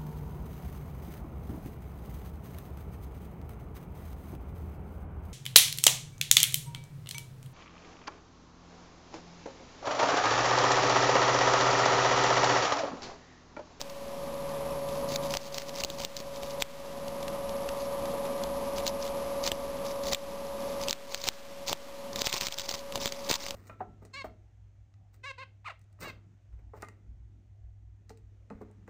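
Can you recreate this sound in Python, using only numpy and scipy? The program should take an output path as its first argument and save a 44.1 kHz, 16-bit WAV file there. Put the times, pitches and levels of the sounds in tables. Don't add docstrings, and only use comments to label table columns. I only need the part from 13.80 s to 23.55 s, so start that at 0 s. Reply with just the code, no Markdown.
import sys
import numpy as np
from scipy import signal
from scipy.fft import rfft, irfft
from scipy.io import wavfile
from scipy.ndimage import uniform_filter1d

SR = 44100
rng = np.random.default_rng(int(sys.argv[2]) if len(sys.argv) > 2 else 0)


def unload_wav(signal):
    wavfile.write(
        sys.argv[1],
        SR,
        np.round(np.clip(np.atleast_2d(signal).T, -1, 1) * 32767).astype(np.int16),
    )


N = 429975

# t/s, crack peak/dB, brightness f/Hz, mat knock re crack peak/dB
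CLEAR_SNAPS = [(0.0065, -10, 4350, -21), (0.0149, -2, 4450, -13.5), (0.099, -16.5, 4530, -26),
               (1.0893, -28, 4200, -7), (1.3224, -26, 3380, 0), (1.3603, -13.8, 4230, -33),
               (1.5071, -24.5, 4800, -16), (1.5398, -6.5, 4300, -17), (1.551, -16, 4550, -3),
               (1.5711, 2, 4830, -19), (1.7447, -13, 4350, -16), (1.7831, -1, 4700, -19),
               (1.82, -16, 2240, -23), (1.894, -17, 4300, -19), (1.9604, -18, 3680, -19),
               (2.0076, -9, 4400, -21), (2.0373, -7, 3880, -20), (2.0481, -2, 4400, -15),
               (2.1017, -11.5, 4020, -13.5), (2.2017, -13.5, 3270, -10.5), (2.219, -16.5, 4500, -18),
               (2.2494, 3.5, 4100, -19), (2.3677, -8.5, 4600, -22), (2.4032, -17, 3250, -6),
               (2.6328, -21, 2880, -5), (2.8233, 4.5, 2970, -10.5), (3.282, -24.5, 3200, -5.5),
               (3.429, -25, 3080, -9), (3.4815, -21.5, 2540, -28), (3.6941, -24, 3600, -3),
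               (3.8905, -20, 2400, -10), (4.2566, -28, 2270, -5.5), (4.454, -28, 1950, -15),
               (4.6375, -21.5, 3400, -15), (4.9846, -24, 3260, -10), (5.067, -17, 2360, -30),
               (5.078, -10, 3760, -22), (5.6399, -15.8, 4530, -21), (5.6655, -18, 4570, -25),
               (5.6767, -7, 4460, -23), (5.6867, -19, 3600, -9), (5.7179, -5.5, 3140, -11),
               (6.3246, -14, 4110, -9), (6.3332, -7, 3370, -14), (6.3476, -2, 3080, -43),
               (7.0371, -18.5, 4330, -26), (7.0848, -8, 4150, -18), (7.0966, -13, 3960, -17),
               (7.1093, 2, 3900, -23), (7.1292, 7.5, 3870, -21), (7.3461, 4, 4250, -23),
               (7.4403, -4, 3760, -19), (7.4725, -9, 4480, -7.5), (7.4761, -10, 3670, -7),
               (7.4877, 14.5, 3520, -20), (7.8815, -5, 3830, -19), (7.8956, -7, 3730, -11),
               (7.9166, -19, 3240, 1), (7.93, 8.5, 3340, -10.5), (8.3321, -19, 4680, -8),
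               (8.36, -7, 3620, -15.5), (8.4188, 2.5, 4230, -13), (8.4442, -9, 3350, -9),
               (8.4635, -8, 4690, -21), (8.4709, 7, 3020, -15), (8.5283, 4, 3120, -25),
               (8.5415, 5.5, 3950, -11), (8.571, 0, 3680, -22), (8.6112, 5.0, 4520, -21),
               (8.621, 2, 3280, -15), (8.6697, 9, 3950, -19), (8.6852, 3, 3900, -12),
               (8.7245, -1, 3400, -21), (8.7858, 0, 3880, -25), (8.7971, 3, 3340, -25),
               (8.818, -2, 3440, -26), (8.8923, 2.5, 5050, -29), (8.914, -4, 4500, -13.5),
               (8.9409, -3, 3600, -16), (9.1242, -15.5, 2900, -26), (9.1574, -6, 3670, -10.5),
               (9.1767, -18, 3230, -3), (9.2156, -19, 4200, -7), (9.2586, -2, 3500, -10),
               (9.2696, -5.5, 3760, -24), (9.2769, 0, 4200, -32), (9.323, -5.5, 2870, -19),
               (9.5017, -2.5, 3700, -10.5), (9.5142, 10, 3800, -14.5), (9.525, 4, 3540, -24),
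               (9.541, 7, 3510, -26), (9.552, -7, 3480, -17), (9.6398, -10.5, 3900, -10),
               (9.6654, -7, 3130, -11.5), (9.7083, -2, 4430, -20.5)]
LIMIT_DB = -11.5


def gain_of(db):
    return 10 ** (np.asarray(db) / 20)


def evened(x):
    return x / np.sqrt(np.mean(x ** 2) + 1e-20)


def add(mix, start_s, sound):
    part = mix[round(start_s * SR):][:len(sound)]
    part += sound[:len(part)]


def coloured(x, points):
    hz, db = np.transpose(points)
    bins_hz = np.fft.rfftfreq(len(x), 1 / SR)
    response = gain_of(np.interp(np.log(bins_hz + 1), np.log(hz), db))
    return irfft(rfft(x) * response, len(x))


def resonate(x, hz, width_hz):
    pole = np.exp((2j * np.pi * hz - np.pi * width_hz) / SR)
    return signal.lfilter([1], [1, -pole], x).imag


def crackle(per_s, spread_db, pitch_count=18):
    # f/Hz, relative level per Hz/dB
    grass_colour = [(100, -9), (450, -4.5), (900, 2), (1460, -11), (2260, -0.5), (4000, 2.5), (5500, 10.5),
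                    (9000, -19.5)]
    hit = rng.random(N) < per_s / SR
    size = gain_of(spread_db * np.minimum(rng.exponential(1, N), 4)) * rng.standard_normal(N) * hit
    kind = rng.integers(0, pitch_count, N)
    t = np.arange(-100, 200) / SR
    out = np.zeros(N)
    for k, hz in enumerate(np.geomspace(900, 6500, pitch_count)):
        width_cycles = 1.6 * rng.uniform(0.4, 2.0)
        envelope = np.exp(-(t * hz / width_cycles) ** 2)
        blip = envelope * np.sin(2 * np.pi * hz * t) * np.sqrt(hz)
        out += signal.oaconvolve(size * (kind == k), blip)[:N]
    return evened(coloured(out, grass_colour))


def appliance_tones():
    # f/Hz, rms level before the trim/dB
    whine_partials = [(557.0, -35.5), (575.68, -46), (59.2, -57), (118.4, -62), (250.4, -57), (442.3, -56),
                      (508.9, -57), (643.6, -59), (708.9, -53), (842.3, -57), (908.7, -56), (975.55, -52),
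                      (1018.7, -58), (1042.1, -58), (1109, -60), (1156.8, -56), (1175.5, -57),
                      (1242.1, -58)]
    trim_db = 0.07
    t = np.arange(N) / SR
    out = np.zeros(N)
    for hz, db in whine_partials:
        out += gain_of(db + trim_db) * np.sqrt(2) * np.sin(2 * np.pi * (hz * t + rng.random()))
    return out


def appliance_whirr(swell):
    # f/Hz, relative level per Hz/dB
    whirr_colour = [(15, -11.5), (40, -3.5), (60, -2.5), (95, -15), (150, -7), (195, 0), (260, -1.5),
                    (375, -8.5), (503, -3), (630, -4.5), (790, -8.5), (968, -4.5), (1075, -8.5),
                    (1190, -8.5), (1380, -18.5), (5500, -26)]
    level_db, waver_db = -39.5, 0.97
    noise = evened(coloured(rng.standard_normal(N), whirr_colour))
    return noise * gain_of(level_db + waver_db * swell)


def far_drone(swell):
    # t/s, centre f/Hz, rms level/dB
    drone_course = [(0, 148.8, -51.5), (1.5, 149.2, -46.5), (2.501, 148.9, -51), (3.5, 147, -50.5),
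                    (3.8, 146.1, -67), (9.75, 147, -68)]
    waver_hz = 2.5
    s, hz, db = np.transpose(drone_course)
    t = np.arange(N) / SR
    turns = np.cumsum(np.interp(t, s, hz) + waver_hz * swell) / SR
    return gain_of(np.interp(t, s, db)) * np.sqrt(2) * np.sin(2 * np.pi * turns)


def grass_stir():
    rms_db = -59.5
    return gain_of(rms_db) * crackle(per_s=220, spread_db=2.0)


def background():
    swell = evened(uniform_filter1d(rng.standard_normal(N), 4000))
    return appliance_tones() + appliance_whirr(swell) + far_drone(swell) + grass_stir()


def pull():
    # t/s, length/s, held rustle level ahead of gain control/dB
    grass_pulls = [(0, 0.026, -35), (1.05, 0.15, -52), (1.28, 0.082, -38.5), (1.41, 0.066, -44.5),
                   (1.483, 0.11, -38.5), (1.577, 0.12, -38.5), (1.71, 0.13, -37.5), (1.852, 0.055, -42),
                   (1.934, 0.092, -35), (2.066, 0.099, -42), (2.164, 0.088, -38.7), (2.357, 0.061, -37.5),
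                   (2.519, 0.064, -44), (2.589, 0.16, -45), (2.795, 0.028, -37.5), (3.936, 0.14, -52),
                   (4.663, 0.3, -57), (4.95, 0.065, -42), (5.044, 0.061, -40), (5.188, 0.12, -47.5),
                   (5.36, 0.4, -54.5), (5.624, 0.082, -36.5), (6.028, 0.1, -45.5), (6.22, 0.097, -39.5),
                   (6.311, 0.031, -30.5), (6.744, 0.25, -52), (6.974, 0.085, -44), (7.064, 0.052, -40),
                   (7.278, 0.16, -34), (7.427, 0.038, -30.4), (7.462, 0.038, -20.5), (7.858, 0.085, -25.5),
                   (8.353, 0.11, -32.5), (8.432, 0.073, -19), (8.484, 0.11, -20), (8.589, 0.1, -21.5),
                   (8.7, 0.051, -24), (8.759, 0.069, -28), (8.826, 0.043, -29.5), (8.871, 0.091, -25.5),
                   (8.944, 0.076, -39), (9.105, 0.077, -44), (9.178, 0.13, -32), (9.296, 0.2, -40),
                   (9.486, 0.083, -15.5), (9.573, 0.13, -27.5)]
    rise_share, fall_share = 0.31, 0.13
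    level = np.zeros(N)
    for s, length_s, db in grass_pulls:
        part = np.linspace(0, 1, round(length_s * SR))
        rise = np.minimum(part / rise_share, 1)
        fall = np.minimum((1 - part) / fall_share, 1)
        add(level, s, gain_of(db) * rise * fall)
    return level


def rustles(level):
    clump_db = 2.9 * evened(uniform_filter1d(rng.standard_normal(N), 130))
    return level * evened(gain_of(clump_db) * crackle(per_s=8000, spread_db=1.5))


def snaps(rows):
    lead_s = 0.004
    base_width_s, shorter_per_db = 0.000264, 0.07
    shiver_base_db, shiver_drop = -11.5, 0.32
    t = np.arange(800) / SR - lead_s
    shiver = np.where(t < 0, np.exp(t / 0.0015), np.exp(-t / 0.0049))
    noises = rng.standard_normal((len(rows), 2, len(t)))
    length_factors = rng.uniform(0.83, 1.9, len(rows))
    out = np.zeros(N)
    for (s, db, hz, knock_db), (crack_noise, knock_noise), factor in zip(rows, noises, length_factors):
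        width_s = base_width_s * factor * np.exp(-shorter_per_db * max(db, -25))
        shiver_db = shiver_base_db - shiver_drop * max(db - LIMIT_DB, 0)
        envelope = np.exp(-(t / width_s) ** 2) + gain_of(shiver_db) * shiver
        drive = np.diff(envelope * crack_noise, prepend=0)
        crack = evened(resonate(drive, hz, 1300)) + 1.2 * evened(resonate(drive, 4000, 5000))
        knock = resonate(knock_noise * np.exp(-abs(t) / 0.00059), 650, 600)
        snap = crack / abs(crack).max() + gain_of(knock_db) * knock / abs(knock).max()
        add(out, s - lead_s, gain_of(db) * snap)
    return out


def small_snaps(level):
    per_s, knock_db = 45, -14
    over_rustle_db, scatter_db = 14, 7
    when, size, bright = rng.random((int(per_s * N / SR), 3)).T
    at = (when * (N - 400) + 200).astype(int)
    pull_db = 20 * np.log10(level[at] + 1e-9)
    peak_db = pull_db + over_rustle_db + scatter_db * (2 * size - 1)
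    return [(i / SR, db, 3400 + 3000 * b, knock_db) for i, db, b in zip(at, peak_db, bright)]


def thumps():
    low_hz, high_hz = 69.7, 279
    base_db, thump_share = -24.5, 0.6
    t = np.arange(4000) / SR
    pitches_hz = low_hz * (high_hz / low_hz) ** rng.random(len(CLEAR_SNAPS))
    noises = rng.standard_normal((len(CLEAR_SNAPS), len(t)))
    out = np.zeros(N)
    for (s, db, _, knock_db), hz, noise in zip(CLEAR_SNAPS, pitches_hz, noises):
        push = resonate(noise * np.exp(-t / 0.0088), hz, 120)
        push = resonate(push, hz, 280)
        peak_db = thump_share * (db + knock_db) + base_db
        add(out, s, gain_of(peak_db) * push / abs(push).max())
    return out


def gain_control(x):
    attack_s, return_s = 0.0001, 0.35
    start_duck_db = 14.5
    over_db = np.maximum(20 * np.log10(abs(x) + 1e-9) - LIMIT_DB, 1e-9)
    over_db = np.where(np.arange(N) == 0, start_duck_db, over_db)
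    climb = np.arange(N) / SR / return_s
    held_db = np.exp(np.maximum.accumulate(np.log(over_db) + climb, axis=1) - climb)
    keep = np.exp(-1 / (attack_s * SR))
    cut_db = signal.lfilter([1 - keep], [1, -keep], held_db)
    return x / gain_of(cut_db)


def scene():
    level = pull()
    grass = rustles(level) + snaps(CLEAR_SNAPS) + snaps(small_snaps(level)) + thumps()
    return (background() + grass)[None]


def record(dry):
    steps_per_s, step, offset = 11026, 1 / 128, -0.005
    smooth_hz, edge_hz = 6000, 15550
    hiss_db = -60.5
    smooth = signal.oaconvolve(gain_control(dry), signal.firwin(41, smooth_hz, fs=SR)[None], "same")
    tick = np.floor(np.arange(N) * steps_per_s / SR)
    hiss = gain_of(hiss_db) * rng.standard_normal(N)[tick.astype(int)]
    taken = smooth[:, np.ceil(tick * SR / steps_per_s).astype(int)]
    held = step * np.round((taken + hiss + offset) / step)
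    edge = signal.firwin(511, edge_hz, window=("kaiser", 9), fs=SR)
    return signal.oaconvolve(held, edge[None], "same")


dry = scene()
out = record(dry)
unload_wav(out)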